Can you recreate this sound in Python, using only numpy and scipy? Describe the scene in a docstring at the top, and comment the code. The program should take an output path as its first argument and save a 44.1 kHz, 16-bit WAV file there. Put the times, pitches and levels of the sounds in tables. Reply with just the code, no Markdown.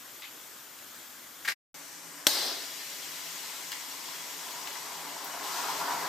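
"""A quiet, humming small tiled kitchen, heard in stereo from close by; hands crinkle a carton, a dish clatters.
The sound drops out for a moment, then gas hisses from a burner, a spark snaps, and the flame flares and settles.
A stream of liquid drums ever louder in a plastic jug, then breaks up into spray; small ticks fall throughout.
Hiss, flame and liquid are shaped noise; dish and igniter add decaying sines; ticks are short noise bursts.
The tiled walls answer everything but the room tone."""
import sys
import numpy as np
from scipy import signal
from scipy.fft import rfft, irfft, next_fast_len
from scipy.io import wavfile
from scipy.ndimage import uniform_filter1d, map_coordinates

SR = 44100
rng = np.random.default_rng(int(sys.argv[2]) if len(sys.argv) > 2 else 0)


def bounce(signal):
    """Save signal as a 16-bit WAV file at the path given by the first command-line argument."""
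    frames = np.transpose(np.atleast_2d(signal))
    limited = np.clip(frames, -1, 1)
    pcm = np.round(limited * 32767).astype(np.int16)
    wavfile.write(sys.argv[1], SR, pcm)


N = 268128


def amp(db):
    """Gain of a dB value."""
    return 10 ** (np.asarray(db) / 20)


def unit(x):
    """x at rms 1."""
    return x / np.sqrt(np.mean(x ** 2) + 1e-20)


def along(points, hz):
    """Read a curve of (f/Hz, value) points on a log frequency axis."""
    f, value = np.transpose(points)
    return np.interp(np.log(hz + 1), np.log(f + 1), value)


def curves(rows):
    """One value per sample for each column after the time."""
    s, *columns = np.transpose(rows)
    return [np.interp(np.arange(N) / SR, s, column) for column in columns]


def after(s, rise):
    """0 before s, then a ramp to 1 lasting rise seconds."""
    return np.clip((np.arange(N) / SR - s) / rise, 0, 1)


def since(s):
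    """Seconds since s, 0 before it."""
    return np.maximum(np.arange(N) / SR - s, 0)


def wobble(rate):
    """A smooth random curve, rate knots a second."""
    knots = rng.standard_normal(int(N * rate / SR) + 4)
    return map_coordinates(knots, [np.arange(N) * rate / SR])


def filtered(x, response):
    """x times a response of frequency."""
    m = next_fast_len(N + SR // 2)
    spectrum = rfft(x, m) * response(np.fft.rfftfreq(m, 1 / SR))
    return irfft(spectrum, m)[..., :N]


def ridges(peaks, hz):
    """Level/dB added by resonances of (f/Hz, width/Hz, level/dB)."""
    return sum(db / (1 + (2 * (hz - c) / width) ** 2) for c, width, db in peaks)


# how alike noise reaches the two sides, before rush tightens or widens it: f/Hz, correlation [0 to 1]
LIKENESS = [(100, 0.73), (300, 0.84), (1000, 0.51), (3000, 0.79), (6000, 0.66), (12000, 0.59)]


def rush(colour_db, tight=0, patchy_db=1.22, source=None):
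    """Coloured stereo noise of rms 1 with random gain patches; positive tight draws the sides together."""
    pair = rng.standard_normal((2, N)) if source is None else source
    z = signal.stft(pair, nperseg=512)[2]
    patches = uniform_filter1d(rng.standard_normal(z.shape[1:]), 4, 0)  # smooth over frequency
    patches = uniform_filter1d(patches, 8, 1)  # and over time
    pair = signal.istft(z * amp(patchy_db * unit(patches)), nperseg=512)[1][:, :N]

    def mid_side(hz):
        likeness = 1 - (1 - along(LIKENESS, hz)) * (1 - tight)
        turn = np.arccos(np.clip(likeness, -1, 1)) / 2
        return amp(colour_db(hz)) * [np.cos(turn), np.sin(turn)]

    mid, side = filtered(pair, mid_side)
    return unit(np.array([mid + side, mid - side]))


def add(track, s, sound):
    """Mix a sound in at a time."""
    start = round(s * SR)
    track[..., start:start + sound.shape[-1]] += sound


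def ring(modes, t, spread_db):
    """Struck modes of (f/Hz, level/dB, t60/s): decaying sines at new strengths for each blow."""
    return sum(amp(db + rng.normal(0, spread_db) - 60 * t / t60) * np.sin(2 * np.pi * hz * t)
               for hz, db, t60 in modes)


def burst(colour, t, t60):
    """A dying puff of coloured noise without bass."""
    hz = np.fft.rfftfreq(len(t), 1 / SR)
    puff = unit(irfft(rfft(rng.standard_normal(len(t))) * amp(colour(hz)), len(t)))
    puff = puff * amp(-60 * t / t60)
    return signal.sosfilt(signal.butter(2, 200, "high", fs=SR, output="sos"), puff)


# spectrum of the quiet kitchen: f/Hz, relative level per Hz/dB
KITCHEN_COLOUR = [(30, -33), (90, -10.5), (200, -7), (280, 0.5), (400, -4.5), (800, -3), (1450, 0.5),
                  (2500, -5.5), (4500, -5.5), (7000, -3.5), (9000, -5.5), (12500, -3), (15300, -6),
                  (15700, -72)]
# appliance hums above it: f/Hz, width/Hz, level added/dB
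APPLIANCE_HUMS = [(100, 6, 5.5), (3280, 340, 3.2), (7050, 190, 4)]
# the dropout: start t/s, end t/s; a short fade-out straddles the start
DROPOUT = (1.533, 1.7425)
QUIET_DB = -47


def kitchen():
    """Room tone with an appliance hum: slightly unsteady wide noise, taken away inside the dropout."""
    tone = rush(lambda hz: along(KITCHEN_COLOUR, hz) + ridges(APPLIANCE_HUMS, hz), tight=-0.21)
    unsteady_db = 0.5 * wobble(12)
    return amp(QUIET_DB + unsteady_db) * tone * (1 - after(np.mean(DROPOUT), 0.01))


# crackles of a crinkled card carton: t/s, level/dB, centre f/Hz
CARD_CRACKLES = [(0.22, -43, 2550), (.229, -42, 3130), (.24, -41, 2480), (.25, -41.5, 2440),
                 (0.269, -46, 2700)]
CARD_T60_S, CARD_NARROW_DB = 0.062, 16  # narrowness in dB per octave
# small ticks, probably drops: t/s, level/dB, centre f/Hz, narrowness/dB per octave
DROP_TICKS = [(.786, -44, 3000, 8), (.9444, -47.5, 1800, 6), (3.718, -29, 3200, 5), (3.728, -32, 1900, 11),
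              (4.5072, -36, 4970, 9), (4.673, -30.5, 2270, 6.5), (4.715, -38.5, 3150, 18),
              (4.7544, -34, 1570, 14), (5.245, -33, 12400, 26)]
TICK_T60_S = 0.029


def ticks():
    """Carton crackles and small ticks: short noise bursts, each falling off around its own pitch."""
    track, t = np.zeros(N), np.arange(SR // 8) / SR
    events = [(s, db, hz, CARD_NARROW_DB, CARD_T60_S) for s, db, hz in CARD_CRACKLES]
    events += [(*row, TICK_T60_S) for row in DROP_TICKS]
    for s, db, centre_hz, narrow_db, t60 in events:
        puff = burst(lambda hz: -narrow_db * np.abs(np.log2(hz / centre_hz + 1e-3)), t, t60)
        attack = 1 - np.exp(-t / 0.0006)
        add(track, s, amp(db) * puff * attack)
    return track


# dish contacts: t/s, level/dB, t60 of the chatter/s
DISH_CONTACTS = [(1.4481, -34.5, 0.15), (1.4759, -25.5, 0.037), (1.4808, -25, 0.042), (1.4860, -20, 0.027),
                 (1.4942, -31.5, 0.15), (1.5175, -32.5, 0.071)]
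# ringing modes of the dish: f/Hz, relative level/dB, t60/s
DISH_MODES = [(1450, -13, .05), (1635, 5, 0.05), (1831, 5, 0.08), (2020, -1, .06), (2290, -15, .06),
              (2505, -7, 0.038), (3594, -14, .06), (3970, -9, 0.054)]
# spectrum of its chatter: f/Hz, relative level per Hz/dB
CHATTER_COLOUR = [(300, -22.5), (900, -10), (1500, -4), (2300, 0), (3000, -8), (5000, -7), (8000, -14),
                  (12000, -12.5), (15500, -31)]


def dish():
    """A dish knocks and chatters on the worktop: each contact is a noise burst plus ringing modes."""
    track, t = np.zeros(N), np.arange(SR // 4) / SR
    attack = 1 - np.exp(-t / 0.0014)
    for s, db, t60 in DISH_CONTACTS:
        chatter = burst(lambda hz: along(CHATTER_COLOUR, hz), t, t60)
        add(track, s, amp(db) * (0.5 * ring(DISH_MODES, t, 2) + chatter) * attack)
    return track


# resonances of the room: f/Hz, width/Hz, level added/dB
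ROOM_RESONANCES = [(166, 12, 9), (282, 31, 13.5)]
# spectrum of the unlit gas: f/Hz, relative level per Hz/dB
GAS_COLOUR = [(30, -17.5), (100, -15), (170, -8.5), (230, -7), (550, -2), (1000, -1), (1900, -0.5),
              (3000, -6.5), (4500, -4.5), (6000, -3), (8000, -2.5), (12500, -6), (15300, -10), (15700, -70)]
# whistles in the gas: f/Hz, width/Hz, level added/dB
GAS_WHISTLES = [(990, 120, 3.5), (2950, 65, 8), (5580, 120, 6), (6240, 170, 3.5), (7700, 200, 0)]
GAS_DB = -45  # before the mix


def gas():
    """Cold gas hisses from the dropout on, in place of the room tone: noise with whistles and resonances."""
    hiss = rush(lambda hz: along(GAS_COLOUR, hz) + ridges(ROOM_RESONANCES + GAS_WHISTLES, hz), tight=0.098)
    return amp(GAS_DB + 0.23 * wobble(15)) * hiss * after(np.mean(DROPOUT), 0.01)


SPARK_S = 2.2682
# the snap and its first bounces off hob and tiles: delay t/s, level/dB
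BOUNCES = [(0, -9.5), (.0037, -22.5), (.0068, -36.5), (.0088, -41)]
# spectrum of the snap: f/Hz, relative level per Hz/dB
SNAP_COLOUR = [(100, -40), (300, -18), (700, -11), (1500, -11), (2500, -8), (3700, 7), (5400, 0.5),
               (7500, -3), (12500, -4), (15500, -10), (16400, -27)]
# ringing modes of the igniter: f/Hz, relative level/dB, t60/s
IGNITER_MODES = [(343, -18.5, 0.03), (634, -4.5, 0.024), (1550, -8, 0.028), (3360, -1, 0.021),
                 (3830, 1, 0.011), (4280, -4.5, .014), (5570, 1.5, 0.02)]


def spark():
    """A sharp snap that rings the igniter, and its bounces, scattered by the nearest surfaces."""
    track, t = np.zeros(N), np.arange(SR // 10) / SR
    for delay, db in BOUNCES:
        crack = burst(lambda hz: along(SNAP_COLOUR, hz), t, 0.022)
        add(track, SPARK_S + delay, amp(db) * (crack + 0.78 * ring(IGNITER_MODES, t, 1.5)))
    # a small source sends out no bass
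    return signal.sosfilt(signal.butter(2, 160, "high", fs=SR, output="sos"), track)


# flare of the gas cloud; rows: rush, boom, fizz
# columns: blaze level/dB, flash above it/dB, sag/dB per s, added fall after the blaze/dB per s
FLARE_LEVELS = [(-30.5, 7, 11, 66), (-38, 18.5, 3.5, 58), (-31.5, 17, 46, 110)]
# spectra of the three rows: f/Hz, relative level per Hz/dB
RUSH_COLOUR = [(1200, -34), (1800, -14), (2600, -10), (3300, -3), (4000, 2.5), (5300, 0.5), (6300, -8),
               (8000, -44)]
BOOM_COLOUR = [(50, -60), (120, -34), (180, -17), (260, 2), (450, 4.5), (700, 7), (1200, 1), (2000, 1.5),
               (3000, -30)]
FIZZ_COLOUR = [(4000, -28), (6300, -2.5), (9000, 0.5), (12500, -3), (15200, -7), (15700, -58.5)]
FLASH_S, BLAZE_ENDS_S = 0.011, 2.462  # time constant of the flash; clock time


def flare():
    """The gas cloud burns off: a flash that dies at once, a sagging blaze, then a steep fall."""
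    t = since(SPARK_S)
    rush_db, boom_db, fizz_db = [
        db + flash_db * np.exp(-t / FLASH_S) - sag * t - fall * since(BLAZE_ENDS_S)
        for db, flash_db, sag, fall in FLARE_LEVELS]
    # rush and fizz lean a little to the right
    rushing = amp(rush_db) * rush(lambda hz: along(RUSH_COLOUR, hz), tight=0.3) * amp([[-0.7], [0.7]])
    fizz = amp(fizz_db) * rush(lambda hz: along(FIZZ_COLOUR, hz), tight=0.14) * amp([[-0.9], [0.9]])
    boom = amp(boom_db + 1.8 * wobble(30)) * rush(lambda hz: along(BOOM_COLOUR, hz), tight=0.69)
    return rushing + fizz + boom


# spectrum of the burning jets: f/Hz, relative level per Hz/dB
JET_COLOUR = [(40, -65), (150, -9), (400, -20.5), (1000, -10.5), (2000, 0), (3500, 1), (6000, -1),
              (8000, 0.5), (9200, -3), (12500, -1), (15300, -7), (15700, -70)]
# whistles of the burner: f/Hz, width/Hz, level added/dB
BURNER_WHISTLES = [(1820, 30, 5), (2000, 72, 3.7), (2170, 46, 5.5), (2810, 50, 2.8), (2970, 33, 4.3),
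                   (3310, 58, 6.5), (3960, 60, 4.2), (4320, 88, 3.3), (4650, 55, 5.3), (4970, 120, 6.9),
                   (5670, 140, 8), (6700, 110, 4.4), (6930, 100, 5.5)]
FLAME_DB = -42  # before the mix
BREAKUP_S = 5.52  # when the stream breaks up into spray
FULLER_DB = 1  # the broad hiss grows this much from then to the end


def jets():
    """The steady rush of burning jets: noise with the burner's whistles, its level drifting slowly."""
    flame_db = FLAME_DB + 0.6 * wobble(2.59) + 0.05 * wobble(15)
    flame_db += FULLER_DB * after(BREAKUP_S, N / SR - BREAKUP_S)
    return amp(flame_db) * rush(lambda hz: along(JET_COLOUR, hz) + ridges(BURNER_WHISTLES, hz), patchy_db=1.5)


def burner():
    """Cold gas hisses on; after the spark the cloud flares and the jets burn with it."""
    lit = after(SPARK_S, 0.0053)
    return gas() + lit * (jets() + flare())


# strength of the stream in the jug, before surges and mix: t/s, level/dB
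STREAM_STRENGTH = [(2.7, -67), (3.5, -56), (4.25, -54), (4.7, -49.5), (5.2, -46.5), (5.45, -42),
                   (5.8, -37.5), (6.08, -36.5)]
# resonances of the jug: f/Hz, width/Hz, relative level/dB
JUG_RESONANCES = [(725, 106, -3), (796, 33, -3), (856.5, 15, 4), (948, 115, 3), (1041, 72, -1),
                  (1092, 38, -2.5)]
# spectrum of the broad splash beside them: f/Hz, relative level per Hz/dB
SPLASH_COLOUR = [(400, -28.5), (600, -2), (1300, 3), (2000, -5), (3000, -21), (5000, -44)]
# spectrum of the jug's base drumming on the worktop: f/Hz, relative level per Hz/dB
THUD_COLOUR = [(40, -55), (100, -27), (170, -5), (280, -6), (430, 5), (550, 0.5), (800, -34)]
# spectrum of the spray: f/Hz, relative level per Hz/dB
MIST_COLOUR = [(1500, -21), (2500, -2), (4000, -1), (5500, 1), (7000, -3), (9000, -6), (12500, -5),
               (15200, -11), (15700, -60)]
SURGE_DB, SURGES_PER_S = 1, 35  # the stream runs unevenly
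DEEPENS_DB_PER_OCTAVE = 2  # a weak stream drums the upper resonances, a strong one the lower
BASE_DB, BASE_GROWS = -48.5, 0.75  # the base at the stream's loudest, before the mix; dB per dB of stream
SPRAY_RISE_S, SPRAY_DB, SPRAY_SAG_DB_PER_S = 0.15, -37, 14  # level before the mix


def jug_body(hz):
    """Response/dB of the jug: the powers of its resonances added up."""
    power = sum(amp(2 * db) / (1 + (2 * (hz - c) / width) ** 2) ** 2 for c, width, db in JUG_RESONANCES)
    return 10 * np.log10(power)


def spray():
    """The stream breaks up into spray: wide fluttering noise that rises quickly and sags."""
    spray_db = SPRAY_DB - SPRAY_SAG_DB_PER_S * since(BREAKUP_S) + 0.97 * wobble(36)
    mist = rush(lambda hz: along(MIST_COLOUR, hz), tight=0.05)
    return amp(spray_db) * mist * after(BREAKUP_S - SPRAY_RISE_S, SPRAY_RISE_S)


def jug():
    """The stream tears air under in quick uneven gulps, which drum the jug's resonances and its base."""
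    stream_db = curves(STREAM_STRENGTH)[0]
    below_peak_db = stream_db - stream_db.max()
    gulps = rng.standard_normal((2, N)) * amp(1.9 * wobble(80))
    thin, full = [
        rush(lambda hz: jug_body(hz) + tilt_db * np.log2(hz / 900 + 0.1), tight=1.0, patchy_db=1.0, source=gulps)
        for tilt_db in (DEEPENS_DB_PER_OCTAVE, -DEEPENS_DB_PER_OCTAVE)]
    strong = amp(below_peak_db)
    hollow = (1 - strong) * thin + strong * full
    splash = rush(lambda hz: along(SPLASH_COLOUR, hz), tight=0.73, patchy_db=2.0)
    surging_db = stream_db + SURGE_DB * wobble(SURGES_PER_S)
    drumming = amp(surging_db) * (hollow + amp(-0.8) * splash)
    thud = rush(lambda hz: along(THUD_COLOUR, hz) + ridges(ROOM_RESONANCES, hz), tight=0.78)
    thud = amp(BASE_DB + BASE_GROWS * below_peak_db) * thud
    return (drumming + thud) * after(2.6, 0.23) + spray()


# decay of the tiled room: f/Hz, t60/s
WALL_DECAY = [(200, 0.15), (2000, 0.25), (10000, 0.22)]


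def walls(x):
    """The room's answer, 3 ms late: noise tails in which each frequency dies at its own speed."""
    hz, t, z = signal.stft(rng.standard_normal((2, SR // 2)), SR, nperseg=256)
    decay = amp(-60 * t / along(WALL_DECAY, hz)[:, None])
    tail = signal.istft(z * decay, SR, nperseg=256)[1]
    tail = tail / np.linalg.norm(tail, axis=1, keepdims=True)
    late = np.pad(x, (130, 0))[None]
    return signal.fftconvolve(late, tail, axes=1)[:, :N]


def scene():
    """All sources; the room answers the hits and colours the steady sounds."""
    snap, knocks, small, steady = spark(), dish(), ticks(), burner() + jug()
    echo = walls(amp(-24.5) * snap + amp(-4.5) * knocks + amp(-2.5) * small + amp(-7) * steady.mean(axis=0))
    return kitchen() + amp(-0.85) * steady + snap + knocks + small + echo


# balance of the microphone's two ports: f/Hz, left over right level/dB
PORT_LEAN = [(200, 0.5), (900, .5), (1500, 2), (3300, 4), (6000, 4.5), (8000, 2.5), (13000, 4),
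             (15500, 1.5)]
TOP_HZ = 16494  # nothing is heard from here up


def record(dry):
    """The left port hears more treble; a narrow band near 10 kHz is almost empty; the sound fades and cuts in."""
    def response(hz):
        lean = amp(along(PORT_LEAN, hz) / 2 * [[1], [-1]])
        deep_db = -45 / (1 + ((hz - 10020) / 170) ** 4)
        shoulder_db = -6 / (1 + ((hz - 10050) / 650) ** 2)
        bass_cut = hz / np.hypot(hz, 40)
        return lean * amp(deep_db + shoulder_db) * bass_cut * (hz < TOP_HZ)

    fade_out = (1 - after(DROPOUT[0] - 0.012, 0.029)) ** 2
    cut_in = after(DROPOUT[1], 0.0011)
    return filtered(dry * (fade_out + cut_in), response)


dry = scene()
out = record(dry)
bounce(out)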